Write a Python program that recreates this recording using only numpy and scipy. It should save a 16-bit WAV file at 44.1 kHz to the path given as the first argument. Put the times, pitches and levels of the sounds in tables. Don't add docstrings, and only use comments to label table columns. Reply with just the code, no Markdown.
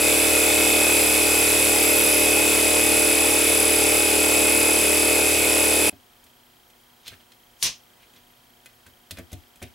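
import sys
import numpy as np
from scipy import signal
from scipy.fft import rfft, irfft, next_fast_len
from scipy.io import wavfile
from scipy.ndimage import uniform_filter1d

SR = 44100
rng = np.random.default_rng(int(sys.argv[2]) if len(sys.argv) > 2 else 0)


def waveform_to_disk(signal):
    frames = np.transpose(np.atleast_2d(signal))
    scaled = np.clip(frames, -1, 1) * 32767
    samples = np.round(scaled).astype(np.int16)
    wavfile.write(sys.argv[1], SR, samples)


def rack_gain(trim_db):
    fader = np.asarray(trim_db, float)
    return 10 ** (fader / 20)


N = 429534
T = np.arange(N) / SR
HZ = np.fft.rfftfreq(next_fast_len(N), 1 / SR)

GEAR_TEETH, PINION_TEETH = 67, 8
MAINS_PULSE_HZ = 119.9

# (time [s], teeth meeting per second [Hz])
MESH_SPEED = [(0, 2539.5), (.6, 2540.5), (1.2, 2541), (1.8, 2538.5), (2.4, 2543), (3, 2544.5),
              (4.3, 2542.3), (5.9, 2543.5)]
MESH_ORDERS = (67, 132, 199, 269, 337)
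# (level [dB], crank angle [turns], sharpness, share of opposed swell)
MESH_SWELLS = [(0.06, 0.52, 0.72, -0.81), (-12, 0.78, 1.2, 0.039), (-8.5, 0.49, 12., 0.063),
               (2, 0.64, 2.9, 0.39), (-0.5, 0.33, 8.1, 0.024)]
# (time [s], harshness)
TOOTH_CONTACT = [(0, -0.46), (.5, -1.8), (.67, -0.72), (.85, -1.5), (1.03, 0.76), (1.44, -0.2),
                 (1.55, -0.46), (2.03, 0.81), (2.16, 0.71), (2.47, -1), (2.75, 0.3), (3.5, 0.24),
                 (3.63, 0.25), (3.78, 0.41), (4.62, -0.062), (5.0, .4), (5.88, -0.17)]
# (level [dB], slope [dB per unit harshness])
FIRST_TONE = (-27.5, -2)
FOURTH_TONE = (-28, 1.5)
FIFTH_TONE = (-34, 5.3)
# (multiple of crank rate, level [dB])
CRANK_HARMONICS = [(1, -41), (2, -6.5), (3, -10), (4, -19.5), (5, -16.5), (6, -10), (7, -11), (8, 0),
                   (9, -4), (10, -8), (11, 0.5), (12, 1), (13, -7), (14, -4.5), (15, -11.5), (16, -1),
                   (17, -25), (18, -14.5), (19, -13), (20, -16), (21, -13), (22, -13.5), (23, -20),
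                   (24, -16), (25, -30), (26, -60), (27, -32), (28, -25), (29, -29), (30, -24)]
CRANK_BLOWS = [(0.268, 0.86, 0.3), (0.344, 0.77, 0.51), (0.879, 1.0, 0.05), (0.954, 0.9, 0.2)]
# (frequency [Hz], level [dB per Hz])
CASING_SPECTRUM = [(25, -33), (75, -21), (178, -23), (300, -11), (430, -7.5), (620, -7.5), (977, -13),
                   (1700, -16), (2510, -6), (2790, -12.5), (4130, -15), (7000, -14), (10300, -9.5),
                   (15700, -21.5)]
# (frequency [Hz], width [Hz], level [dB])
CASING_RINGS = [(835, 81, 5.5), (1420, 240, 4), (2194, 340, 4), (2870, 230, 3.5), (3553, 400, 6),
                (4880, 720, 2.5), (5840, 50, 3.5), (7760, 910, 6), (10800, 2000, 3), (12800, 370, 7)]
# (frequency [Hz], side minus mid [dB])
PUMP_WIDTH = [(60, -32), (110, -9.5), (200, -9), (380, -8), (700, -2), (1290, -5.5), (2380, -8), (4400, -7),
              (8120, -12.5), (15000, -12.5)]
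# (time [s], level [dB])
PUMP_END = [(5.896, 0), (5.899, -31), (5.919, -36), (5.924, -70)]

# (time [s], peak level [dB], frequency [Hz])
LID_CRACK = (7.6268, -3.5, 4300)
# (frequency [Hz], level [dB per Hz])
LID_RUSH = [(350, -44), (600, -39.5), (1090, -15.5), (1310, -24), (2810, -7), (3950, -8.5), (6120, -5),
            (7610, -14.5), (9090, -14), (13300, -24), (15700, -36)]
# (time [s], peak level [dB], colour [Hz], nail click re
# peak [dB], weight level [dB])
TAP_EVENTS = [(5.927, -45, 2580, -24, -44.5), (6.2397, -50, 9570, -7, -64), (6.2657, -46, 3190, -14, -62),
              (6.7012, -48, 3190, -11, -73), (7.0672, -33, 3420, -16, -67), (7.079, -29.5, 3700, -10, -57),
              (7.119, -40, 1590, -19, -52), (7.3194, -41.5, 3600, -14, -66), (8.1369, -52, 2900, -8, -68),
              (8.1618, -47, 3200, -12, -61), (8.659, -33.5, 2600, -13, -66), (8.865, -41.5, 1520, -11, -54),
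              (9.109, -25, 3700, -9, -45), (9.1718, -32, 2870, -19, -45), (9.186, -34, 1530, -12, -37.5),
              (9.318, -40, 2810, -9, -46), (9.3294, -35.5, 3110, -6, -41), (9.5577, -49, 3200, -5, -63),
              (9.618, -32, 1200, -20, -39), (9.627, -38.5, 3200, -2, -40)]
# (frequency [Hz], level [dB], t60 [s])
TUB_MODES = [(684, 0, .09), (1530, -2, .06), (1860, -5, .07), (2070, -3, .09), (2480, -2, .09),
             (3330, -6, .08), (3600, -3, .06), (4100, -2, .06), (4720, -4, .06), (5320, -6, .07),
             (5990, -8, .06)]
# (frequency [Hz], level [dB], t60 [s])
HOLLOW_MODES = [(200, 8, 0.077), (258, 2.5, 0.17), (348, -1, 0.22), (421, 1.5, 0.12), (538, 7.5, 0.055),
                (687, 2, 0.11)]
# (frequency [Hz], level [dB], t60 [s])
BENCH_MODES = [(76, -2, .18), (92, 0, .15), (135, -5, .09)]
# (slip time [s], level [dB], colour [Hz], build-up [s])
RUB_EVENTS = [(7.081, -35.5, 3600, 0.046), (7.14, -44, 2100, .07), (7.21, -53, 2800, .02),
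              (8.036, -50, 2650, 0.063), (8.172, -49, 3100, .06), (8.866, -46, 2050, 0.016),
              (9.19, -38, 2020, 0.043), (9.329, -47, 3400, .04), (9.44, -58, 3000, .1),
              (9.63, -35.5, 2600, 0.016), (9.68, -57, 2400, .05)]
# (time [s], level [dB])
BUMP_EVENTS = [(7.11, -51), (8.866, -57), (9.116, -44), (9.187, -50), (9.328, -37.5), (9.627, -43)]

# (frequency [Hz], level [dB per Hz])
AIR_SPECTRUM = [(15, -42), (25, 5), (185, -1.5), (242, 2), (301, -2), (714, -1.5), (2350, -5.5),
                (3160, -5.5), (3520, -6), (6920, -11), (11900, -10.5), (14000, -16), (16000, -9)]
# (frequency [Hz], side minus mid [dB])
AIR_WIDTH = [(60, -10), (110, -13), (200, -11), (380, -3), (700, -3.5), (1290, -0.5), (2380, -4),
             (4400, -5.5), (8120, -10), (15000, -8)]
# (frequency [Hz], level [dB])
HUM_TONES = [(118.4, -75), (242.2, -71.0), (360.7, -75.0), (479.1, -83.0), (721.4, -73.5), (839.8, -79),
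             (958.2, -76.5), (15734, -72)]


def level(x, db):
    return x * rack_gain(db) / np.sqrt(np.mean(x ** 2))


def shape_db(points):
    hz, db = np.transpose(points)
    return np.interp(np.log(HZ + 1), np.log(hz), db)


def colour(x, db):
    size = next_fast_len(N)
    return irfft(rfft(x, size) * rack_gain(db), size)[:N]


def walk(rate):
    k = int(SR / rate)
    steps = np.repeat(rng.standard_normal(N // k + 1), k)
    return 0.78 * uniform_filter1d(uniform_filter1d(steps, k), k)[:N]


def echoes(x, t60):
    t = T[:int(SR * t60)]
    tail = rng.standard_normal(len(t)) * rack_gain(-60 * t / t60)
    return signal.fftconvolve(x, level(tail, 0) / np.sqrt(len(t)))[:N]


def ring(modes, t, detune):
    out = 0
    for (hz, db, t60), d in zip(modes, detune):
        out = out + rack_gain(db - 60 * t / t60) * np.sin(2 * np.pi * hz * (1 + d) * t)
    return out


def swell(turn, angle, sharp):
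    return np.exp(sharp * (np.cos(2 * np.pi * (turn - angle)) - 1))


def compressor():
    mesh_hz = np.interp(T, *np.transpose(MESH_SPEED)) * (1 + 0.00021 * walk(24))
    turn = np.cumsum(mesh_hz / GEAR_TEETH / SR)
    motor = 2 * np.pi * turn * GEAR_TEETH / PINION_TEETH
    clatter_db = -26.5 - 0.1855 * T
    out = thumps(turn, motor) + gear_whine(turn, motor, clatter_db)
    out = out + casing_clatter(turn) * rack_gain(clatter_db)
    width_db = shape_db(PUMP_WIDTH)
    lead = np.imag(signal.hilbert(out, next_fast_len(N)))[:N]
    bass = colour(lead, width_db - 12 * (HZ / 700) ** 2)
    side = bass + colour(echoes(out, .4), width_db - 9 / (1 + (HZ / 600) ** 4))
    side = side - out * np.mean(side * out) / np.mean(out ** 2)
    return np.array([out + side, out - side]) * rack_gain(np.interp(T, *np.transpose(PUMP_END)))


def thumps(turn, motor):
    chug = stroke(turn) * rack_gain(-3.5 * swell(turn, .49, 3.5))
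    valve = rack_gain(-7) * swell(turn, .74, 59.0) * np.sin(2 * np.pi * 25 * turn)
    motor_tone = rack_gain(-23.5) * np.sin(motor) + rack_gain(-25.0) * np.sin(2 * motor)
    return (level(chug, -0.24) + valve + motor_tone) * rack_gain(-25)


def stroke(turn):
    out = 0
    for k, db in CRANK_HARMONICS:
        blows = sum(size * np.exp(2j * np.pi * (ahead - k * angle)) for angle, size, ahead in CRANK_BLOWS)
        lead = np.angle(blows)
        if 4 < k < 10:
            lead -= 2 * np.pi * k * .3
        if k in (8, 9):
            db = db + 2.5
        elif k in (1, 3):
            db = db - 9
        loose = min(k / 9, 1.)
        gain = rack_gain(db + 1.2 * loose * walk(4.8))
        out = out + gain * np.cos(2 * np.pi * k * turn + lead + 0.3 * loose * walk(6.9))
    return out


def gear_whine(turn, motor, clatter_db):
    harsh = np.interp(T, *np.transpose(TOOTH_CONTACT))
    first_db, fourth_db, fifth_db = (db + slope * harsh for db, slope in (FIRST_TONE, FOURTH_TONE, FIFTH_TONE))
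    fifth_db = fifth_db - 23 * np.clip((T - 2.2) / 0.92, 0, 1)
    heard = [first_db, clatter_db + 2 * harsh, clatter_db + 3, fourth_db, fifth_db]
    twist = 0.64 * (1 + 0.53 * walk(1.6)) * np.sin(2 * np.pi * (turn - .3))
    twist = twist + 0.24 * np.sin(6 * np.pi * turn)
    out = 0
    for order, (db, angle, sharp, share), heard_db in zip(MESH_ORDERS, MESH_SWELLS, heard):
        opposed = share * (1 + .2 * walk(2.496)) * swell(turn, angle - .43, sharp)
        load = swell(turn, angle, sharp) + opposed
        rock = 0.076 * np.sin(motor) + np.sqrt(order / GEAR_TEETH) * walk(16)
        tone = load * np.sin(2 * np.pi * order * turn + twist + rock)
        out = out + level(tone, db) * rack_gain(heard_db + 1.7 * walk(5.93))
    return out


def casing_clatter(turn):
    rings_db = sum(db / (1 + (2 * (HZ - hz) / width) ** 2) for hz, width, db in CASING_RINGS)
    torque = 1 + .14 * np.sin(2 * np.pi * MAINS_PULSE_HZ * T)
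    drive = rack_gain(-5 * swell(turn, .52, 6.)) * torque
    rattle = clatter(turn, memory=0.45) * drive
    return level(colour(rattle, shape_db(CASING_SPECTRUM) + rings_db), 6.07)


def clatter(turn, memory):
    size = 1160
    noise = rng.standard_normal((int(turn[-1]) + 2, size))
    rows = signal.lfilter([1], [1, -np.clip(memory, 0, .95)], noise, axis=0)
    fine = signal.resample(rows.ravel(), 4 * rows.size)
    return np.interp(turn * 4 * size, np.arange(len(fine)), fine)


def lid():
    when, peak_db, hz = LID_CRACK
    after = np.maximum(T - when, 0)
    leak_db = -41 - 800 * np.maximum(7.624 - T, 0)
    burst_db = -23 - 300 * np.maximum(after - 0.042, 0)
    rush_db = np.where(T < when + .0008, leak_db, burst_db)
    treble_db = -11.5 + 22.5 * np.exp(-after / 0.058)
    jolt_db = rush_db - 15.5 - 7 * np.exp(-after / .012)
    rush = level(np.array([colour(v, shape_db(LID_RUSH)) for v in rng.standard_normal((2, N))]), 0)
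    treble = signal.sosfiltfilt(signal.butter(3, 7500, "high", fs=SR, output="sos"), rush)
    rush = rush + (rack_gain(treble_db) - 1) * treble
    rush = rush[0] + 0.44 * rush[1] * np.array([[1], [-1]])
    jolt = level(colour(rng.standard_normal(N), -4 * np.abs(np.log2((HZ + 1) / 100)) ** 0.92), 0)
    crack = -rack_gain(peak_db) * np.exp(-((T - when) / .00016) ** 2) * np.sin(2 * np.pi * hz * (T - when))
    return rush * rack_gain(rush_db) + jolt * rack_gain(jolt_db) + crack


def taps():
    out, t = np.zeros(N + SR), T[:SR // 3]
    bright = signal.butter(1, [4500, 11500], "band", fs=SR)
    for s, peak_db, hz, click_db, weight_db in TAP_EVENTS:
        band = signal.butter(2, [hz / 1.5, min(hz * 1.5, 18000)], "band", fs=SR)
        noise = rng.standard_normal(len(t))
        near = [(f, db - 10 * abs(np.log2(f / hz)), t60) for f, db, t60 in TUB_MODES]
        walls = ring(near, t, .012 * rng.standard_normal(len(TUB_MODES)))
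        hollow = ring(HOLLOW_MODES, t, 0.07 * rng.standard_normal(len(HOLLOW_MODES)))
        bench = ring(BENCH_MODES, t, .04 * rng.standard_normal(len(BENCH_MODES)))
        tap = rack_gain(peak_db - 7.5) * signal.lfilter(*band, noise) * rack_gain(-60 * t / 0.08)
        tap += rack_gain(peak_db - 9.5) * walls
        tap += rack_gain(peak_db + click_db + 7.5) * signal.lfilter(*bright, noise) * rack_gain(-60 * t / 0.049)
        tap += rack_gain(weight_db - 5.0) * hollow * (1 - np.exp(-t / 0.0023))
        tap += rack_gain(weight_db - 1.5) * bench * (1 - np.exp(-t / .007))
        out[int(s * SR):int(s * SR) + len(t)] += tap
    return out[:N]


def rubs():
    strength = np.repeat(rng.exponential(size=N // 40 + 1), 40)[:N]
    grain = rng.standard_normal(N) * rack_gain(1.8 * strength)
    centres = 1200 * 2 ** np.arange(0, 3.6, .5)
    bands = [level(colour(grain, -6 * np.log2((HZ + 1) / c) ** 2 / .0625), 0) for c in centres]
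    out = np.zeros(N)
    for s, db, hz, build_s in RUB_EVENTS:
        octaves = np.log2(centres / hz)
        fade_db = np.where(T < s, 23 * (s - T) / build_s, 600 * (T - s))
        skirt_db = np.where(octaves < 0, 16 * octaves, np.maximum(-14 * octaves, -16))
        out += rack_gain(db - fade_db - 7.5) * sum(b * rack_gain(g) for b, g in zip(bands, skirt_db))
    return out


def bumps():
    out, t = np.zeros(N + SR), T[:SR // 2]
    detunes = 0.035 * rng.standard_normal((len(BUMP_EVENTS), len(BENCH_MODES)))
    for (s, db), detune in zip(BUMP_EVENTS, detunes):
        thump = ring(BENCH_MODES, t, detune) * (1 - np.exp(-t / .008))
        out[int(s * SR):int(s * SR) + len(t)] += rack_gain(db + 7.5) * thump
    return out[:N]


def garage():
    mid = colour(rng.standard_normal(N) * rack_gain(0.43 * walk(3.6)), shape_db(AIR_SPECTRUM))
    side = colour(rng.standard_normal(N), shape_db(AIR_SPECTRUM) + shape_db(AIR_WIDTH))
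    air = level(np.array([mid + side, mid - side]), -57)
    hum = 0
    for hz, db in HUM_TONES:
        hum = hum + np.sqrt(2) * rack_gain(db + walk(14)) * np.sin(2 * np.pi * (hz * T + rng.random()))
    frame = ((T - 6.0017) * 29.97 + .5) % 1 - .5
    tick = np.exp(-(frame / 0.065) ** 2) * np.sin(2 * np.pi * 3190 / 30.1 * frame) * rack_gain(1.5 * walk(32))
    lamp = np.exp(1.5 * np.cos(2 * np.pi * MAINS_PULSE_HZ * T))
    hiss = level(colour(rng.standard_normal(N), -6 * ((HZ - 11950) / 250) ** 2), 0)
    whistle = np.sin(2 * np.pi * 11999 * T) + 1.3 * hiss
    return air + hum + level(tick, -67) + level(lamp * whistle, -68.0)


def scene():
    hands = taps() + rubs() + bumps()
    walls = np.array([echoes(hands, 0.25) for _ in range(2)])
    return compressor() + lid() + hands + rack_gain(-9.5) * walls + garage()


def band_limit(x):
    return signal.sosfilt(signal.butter(12, 16750, fs=SR, output="sos"), x)


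def record(dry):
    top_cut_db = -300 * np.clip((HZ - 15850) / 600, 0, 1)
    mix = np.array([colour(v, top_cut_db) for v in dry])
    return band_limit(mix)


dry = scene()
out = record(dry)
waveform_to_disk(out)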